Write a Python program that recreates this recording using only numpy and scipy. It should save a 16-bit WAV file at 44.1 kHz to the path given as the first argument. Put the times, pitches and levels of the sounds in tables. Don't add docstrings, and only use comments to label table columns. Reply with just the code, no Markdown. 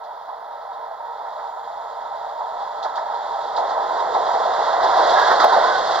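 import sys
import numpy as np
from scipy import signal
from scipy.fft import rfft, irfft
from scipy.io import wavfile

SR = 44100
rng = np.random.default_rng(int(sys.argv[2]) if len(sys.argv) > 2 else 0)


def to_wav(s):
    ch = np.atleast_2d(s).T
    pcm = np.round(np.clip(ch, -1, 1) * 32767)
    wavfile.write(sys.argv[1], SR, pcm.astype(np.int16))


N = 264600
TIME = np.arange(N) / SR
BINS = np.maximum(np.fft.rfftfreq(N, 1 / SR), 1)

SPEED_M_PER_S, WHEELBASE_M, SOUND_M_PER_S = 23.8, 3.0, 343
PASS_S, NEAREST_M = 5.27, 8.53
# (level at the nearest [dB], loss per tenfold distance [dB], track loss [dB/m])
ROAR_FADE = (-16, 7.91, 0.074)
WHEEL_FADE = (-24, 14.87, 0.043)
HISS_FADE = (-31, 16.2, 0.069)
RUMBLE_FADE = (-50.5, 12, 0.067)
RUSH_FADE = (-32, 1.7, 0.1)

# (frequency [Hz], level [dB])
FAR_ROAR = [(250, -33.5), (350, -39), (450, -13.5), (520, -13), (600, -3), (720, 0.5), (810, -0.5),
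            (940, 2.5), (1040, -3), (1130, -10.5), (1400, -20), (2000, -71)]
# (frequency [Hz], level [dB])
NEAR_ROAR = [(120, -44), (220, -33.5), (300, -30), (380, -13.5), (500, -5), (660, 7), (780, 7.5),
             (900, 0.5), (1040, 8), (1150, -5.5), (1400, -29.5), (2000, -86.5)]
# (frequency [Hz], level [dB])
WHEEL_RING = [(800, -39.5), (1100, 4), (1220, 2), (1500, 0), (1650, -2), (1780, -5), (1960, -5.5),
              (2150, -16.5), (2420, -33.5), (3000, -40)]
# (frequency [Hz], level [dB])
CONTACT_HISS = [(2000, -53.5), (2480, -23), (2780, -12.5), (2970, -17), (3250, -2), (3550, 1.5), (4100, -2),
                (5000, -5.5), (6000, -14), (6900, -14.5), (7700, -16.5), (8600, -26), (10500, -46),
                (13000, -62.5)]
# (frequency [Hz], width [Hz], gain [dB])
RAIL_MODES = [(464, 30, 8), (597.6, 15, 7.5), (666, 41, 5), (748, 19, -5.5), (800, 55, 7), (939.7, 32, 7),
              (1032, 25, 7), (1270, 41, 4), (1320.6, 26, 11), (1450, 16, 1.5), (3440, 500, 1),
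              (5340, 940, -1), (6260, 540, -2.5)]
# (time [s], gain [dB])
SWELL = [(0, -0.6), (.8, 0.96), (2.2, -0.1), (2.76, -1.5), (3.02, 1.5), (3.47, -2.3), (3.64, 2.9),
         (4.1, -0.06), (4.7, 0.2), (5.15, 0.5), (5.45, -2.4), (5.63, 0), (5.83, -4.5), (6, -2.5)]
# (time [s], first axle's thud [dB], second axle's thud [dB],
# wheel clang against the thud [dB], rail sizzle against the thud [dB])
JOINT_CROSSINGS = [(.064, -34, -45, -11, -19), (.284, -26, -44, -24, -34), (1.266, -37.5, -33.5, -2.5, -31),
                   (2.408, -22, -28.5, -24, -38), (2.853, -18, -19.5, -11, -19.5),
                   (3.581, -16.5, -21, -17.5, -19), (4.152, -10.5, -17.5, -17, -29),
                   (4.342, -14.5, -27, -21, -30), (4.837, -12.5, -18, -13, -19.5),
                   (5.000, -12.5, -16.5, -13.5, -38), (5.178, -13, -18.5, -7, -27),
                   (5.275, -17.5, -17, -3.5, -12), (5.315, -13.5, -22, -4.5, -22),
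                   (5.400, -17, -12, -10.5, -21), (5.424, -18, -28.5, -4, -17),
                   (5.443, -8.5, -10.5, -19, -41)]
# (frequency [Hz], width [Hz], gain [dB])
RAIL_HEAD_MODES = [(4250, 2400, 8), (7000, 3100, 7)]
# (time [s], half length [s], level [dB])
WHINE_FLARES = [(5.216, 0.054, -22), (5.545, 0.054, -26), (5.72, .07, -25.5)]
# (frequency [Hz], level [dB])
AIR_RUMBLE = [(15, 9.5), (30, -2.5), (60, 4.5), (120, 0), (200, 4), (320, 3), (600, -23)]
# (frequency [Hz], level [dB])
AIR_RUSH = [(150, -25.5), (260, -15.5), (340, -5), (420, 2), (500, 6.5), (700, -27)]
# (frequency [Hz], level [dB])
SING_SPECTRUM = [(5200, -28.5), (6000, -11), (6900, 0), (7500, -1.5), (8200, -21)]
# (time [s], level [dB])
SING_LEVEL = [(0, -80), (.9, -74.5), (1.6, -65), (2.3, -65), (3.2, -63.5), (4.2, -56)]
# (frequency [Hz], left over right [dB], lag of left [rad], likeness [0-1])
MIC_PORTS = [(100, .5, -1, .55), (227, 0, 1.1, 0.8), (320, 5, 0.75, 1), (420, 5, 0.84, 0.82),
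             (645, -1.5, 1.01, 0.94), (746, 0.1, 0.85, 1), (1050, -4.5, 1.01, 0.86), (1350, -6, 0.82, 1),
             (1880, -6, 0.75, 1), (2450, -3, -1.5, 0.9), (3230, 0, 0.5, 1), (4600, -3, 0.96, 0.3),
             (5860, -1, 1.5, 0.8), (7300, -9, 3, 0.3), (8600, -1.5, 2, 0.4), (12000, -6.5, 0, .3)]
# (frequency [Hz], gain [dB])
TREBLE_LIFT = [(5000, 3), (9500, 12.5), (14000, 26)]
# (frequency [Hz], level [dB])
SELF_NOISE = [(2500, -12.5), (8200, -11.5), (9500, -3), (11500, 1), (15500, -0.5)]


def rolling():
    near = nearness()
    swell_db, = in_time(SWELL)
    contact = drift(2.2)

    def arriving(far_spectrum, near_spectrum):
        by_rail = np.sqrt(1 - near) * noise(colour(far_spectrum, RAIL_MODES))
        return by_rail + np.sqrt(near) * noise(colour(near_spectrum))

    roar = arriving(FAR_ROAR, NEAR_ROAR) * from_db(faded_db(ROAR_FADE) + swell_db + 0.42 * contact)
    wheels = arriving(WHEEL_RING, WHEEL_RING) * from_db(faded_db(WHEEL_FADE) + swell_db + 0.3 * contact)
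    hiss_db = faded_db(HISS_FADE) + 0.56 * swell_db + 0.94 * contact
    hiss = arriving(CONTACT_HISS, CONTACT_HISS) * from_db(hiss_db + 0.85 * drift(30))
    return roar + wheels + hiss


def knocks(far_thud_hz=837, near_thud_hz=1084.3, hz_per_clang_db=18, max_lead_s=0.025, max_lead_m=63):
    near, ahead = nearness(), track_ahead()
    clang = noise(colour(WHEEL_RING, RAIL_MODES))
    sizzle = noise(colour(CONTACT_HISS, RAIL_HEAD_MODES))
    thump = noise(colour(AIR_RUSH) + from_db(-26) * colour(AIR_RUMBLE)) * np.sqrt(near + 0.1)
    cluster = mode_cluster(width_hz=200)
    thuds, rest = np.zeros((2, 2, N))
    for s, thud_db, clang_db, sizzle_db in axle_blows():
        at = int(s * SR)
        close_hz = near_thud_hz + hz_per_clang_db * (clang_db - thud_db)
        hz = (1 - near[at]) * far_thud_hz + near[at] * close_hz
        lead_s = max_lead_s * min(ahead[at] / max_lead_m, 1)
        span = slice(max(int((s - .1) * SR), 0), int((s + .4) * SR))
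        age = TIME[span] - s
        thud = (cluster[:, span] * np.exp(2j * np.pi * hz * age)).real
        thuds[:, span] += thud * from_db(thud_db) * burst(age, 0.019, 0.01, 0.18)
        rest[:, span] += thump[:, span] * from_db(thud_db - 15.5) * burst(age, 0.012, 0.0051, 0.063)
        rest[:, span] += clang[:, span] * from_db(clang_db) * burst(age, 0.018, 0.0063, 0.11)
        rest[:, span] += sizzle[:, span] * from_db(sizzle_db) * burst(age + lead_s, 0.0085, 0.0098, 0.18)
    thud_band = signal.butter(3, [480, 1300], "band", fs=SR, output="sos")
    return rest + signal.sosfilt(thud_band, thuds)


def axle_blows():
    for s, first_db, second_db, clang_db, sizzle_db in JOINT_CROSSINGS:
        for delay, thud_db in ((0, first_db), (WHEELBASE_M / SPEED_M_PER_S, second_db)):
            yield s + delay, thud_db, thud_db + clang_db, thud_db + sizzle_db


def mode_cluster(width_hz):
    band = signal.hilbert(noise(1 / (1 + ((BINS - SR / 4) / width_hz) ** 4)))
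    evened = rms_one(band / np.abs(band) ** .7)
    return evened * np.exp(-.5j * np.pi * np.arange(N))


def burst(age, rise_s, hold_s, t60_s):
    return np.clip(1 + age / rise_s, 0, 1) ** 2 * from_db(-60 * np.maximum(age - hold_s, 0) / t60_s)


def wheel_whine(rest_hz=1604, width_hz=32, mic_distance_m=3.6):
    ahead = SPEED_M_PER_S * (PASS_S - TIME)
    closing_speed = SPEED_M_PER_S * ahead / np.hypot(ahead, mic_distance_m)
    phase = 2 * np.pi * np.cumsum(rest_hz / (1 - closing_speed / SOUND_M_PER_S)) / SR
    tone = rms_one(drift(width_hz) * np.cos(phase) + drift(width_hz) * np.sin(phase))
    flares = sum(from_db(db) * np.exp(-((TIME - s) / half) ** 2) for s, half, db in WHINE_FLARES)
    return np.array([tone * flares, np.zeros(N)])


def displaced_air(screen_m=43, edge_m=3.6, screen_db=-12):
    screened = (1 + np.tanh((track_ahead() - screen_m) / edge_m)) / 2
    rumble = noise(colour(AIR_RUMBLE)) * from_db(faded_db(RUMBLE_FADE) + 0.41 * drift(8))
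    rush_db = faded_db(RUSH_FADE) + screen_db * screened
    return rumble + noise(colour(AIR_RUSH)) * from_db(rush_db + 2.0 * drift(6.2))


def rail_sing():
    level_db, = in_time(SING_LEVEL)
    return noise(colour(SING_SPECTRUM)) * from_db(level_db + 1.1 * drift(12))


def microphone(sound, notch_hz=8090, notch_width_hz=840):
    balance_db, lag, alike = in_frequency(MIC_PORTS)
    alike = np.clip(alike, 0, .999)
    direct, scattered = rfft(sound)
    common, apart = np.sqrt((1 + alike) / 2) * direct, np.sqrt((1 - alike) / 2) * scattered
    tilt = from_db(balance_db / 2) * np.exp(-.5j * lag)
    tilt_rms = np.sqrt((np.abs(tilt) ** 2 + np.abs(tilt) ** -2) / 2)
    left, right = (common + apart) * tilt, (common - apart) / tilt
    offset = (BINS - notch_hz) / notch_width_hz
    notch = np.abs(offset) / np.sqrt(1 + offset ** 2)
    return irfft(np.array([left, right]) * notch / tilt_rms, N)


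def overload(x, knee=0.48, squash=0.47):
    lift = colour(TREBLE_LIFT)
    unlifted = irfft(rfft(x) / lift, N)
    crests = unlifted - np.clip(unlifted, -knee, knee)
    return irfft(rfft(unlifted - squash * crests) * lift, N)


def track_ahead():
    return SPEED_M_PER_S * np.maximum(PASS_S - TIME, 0)


def faded_db(fade):
    nearest_db, spreading_db, damping_db_per_m = fade
    ahead = track_ahead()
    distance = np.hypot(ahead, NEAREST_M)
    return nearest_db - spreading_db * np.log10(distance / NEAREST_M) - damping_db_per_m * ahead


def nearness(reach_m=52, max_share=0.912):
    return np.clip(max_share * (1 - track_ahead() / reach_m), 0, 1)


def noise(gain):
    return rms_one(irfft(rfft(rng.standard_normal((2, N))) * gain, N))


def colour(spectrum, modes=()):
    bumps_db = sum(db / (1 + (2 * (BINS - hz) / width) ** 2) for hz, width, db in modes)
    fall = np.minimum(spectrum[-1][0] / BINS, 1) ** 5
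    return from_db(in_frequency(spectrum)[0] + bumps_db) * fall


def drift(rate_hz):
    return rms_one(irfft(rfft(rng.standard_normal(N)) / (1 + (BINS / rate_hz) ** 2), N))


def in_time(rows):
    s, *columns = np.transpose(rows)
    return [np.interp(TIME, s, c) for c in columns]


def in_frequency(rows):
    hz, *columns = np.transpose(rows)
    return [np.interp(np.log(BINS), np.log(hz), c) for c in columns]


def from_db(db):
    return 10 ** (np.asarray(db) / 20)


def rms_one(x):
    return x / np.sqrt(np.mean(np.abs(x) ** 2) + 1e-20)


def scene():
    train = rolling() + rail_sing() + knocks() + wheel_whine() + displaced_air()
    edge_fades = np.clip(np.minimum(TIME, TIME[::-1]) / .004, 0, 1)
    return microphone(train * edge_fades)


def record(dry):
    hiss_db = -70 + np.array([[-1.1], [1.1]])
    hiss = noise(colour(SELF_NOISE)) * from_db(hiss_db + .7 * drift(90))
    top_cut = signal.ellip(10, .1, 90, 15750, fs=SR, output="sos")
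    return signal.sosfilt(top_cut, overload(dry) + hiss)


dry = scene()
out = record(dry)
to_wav(out)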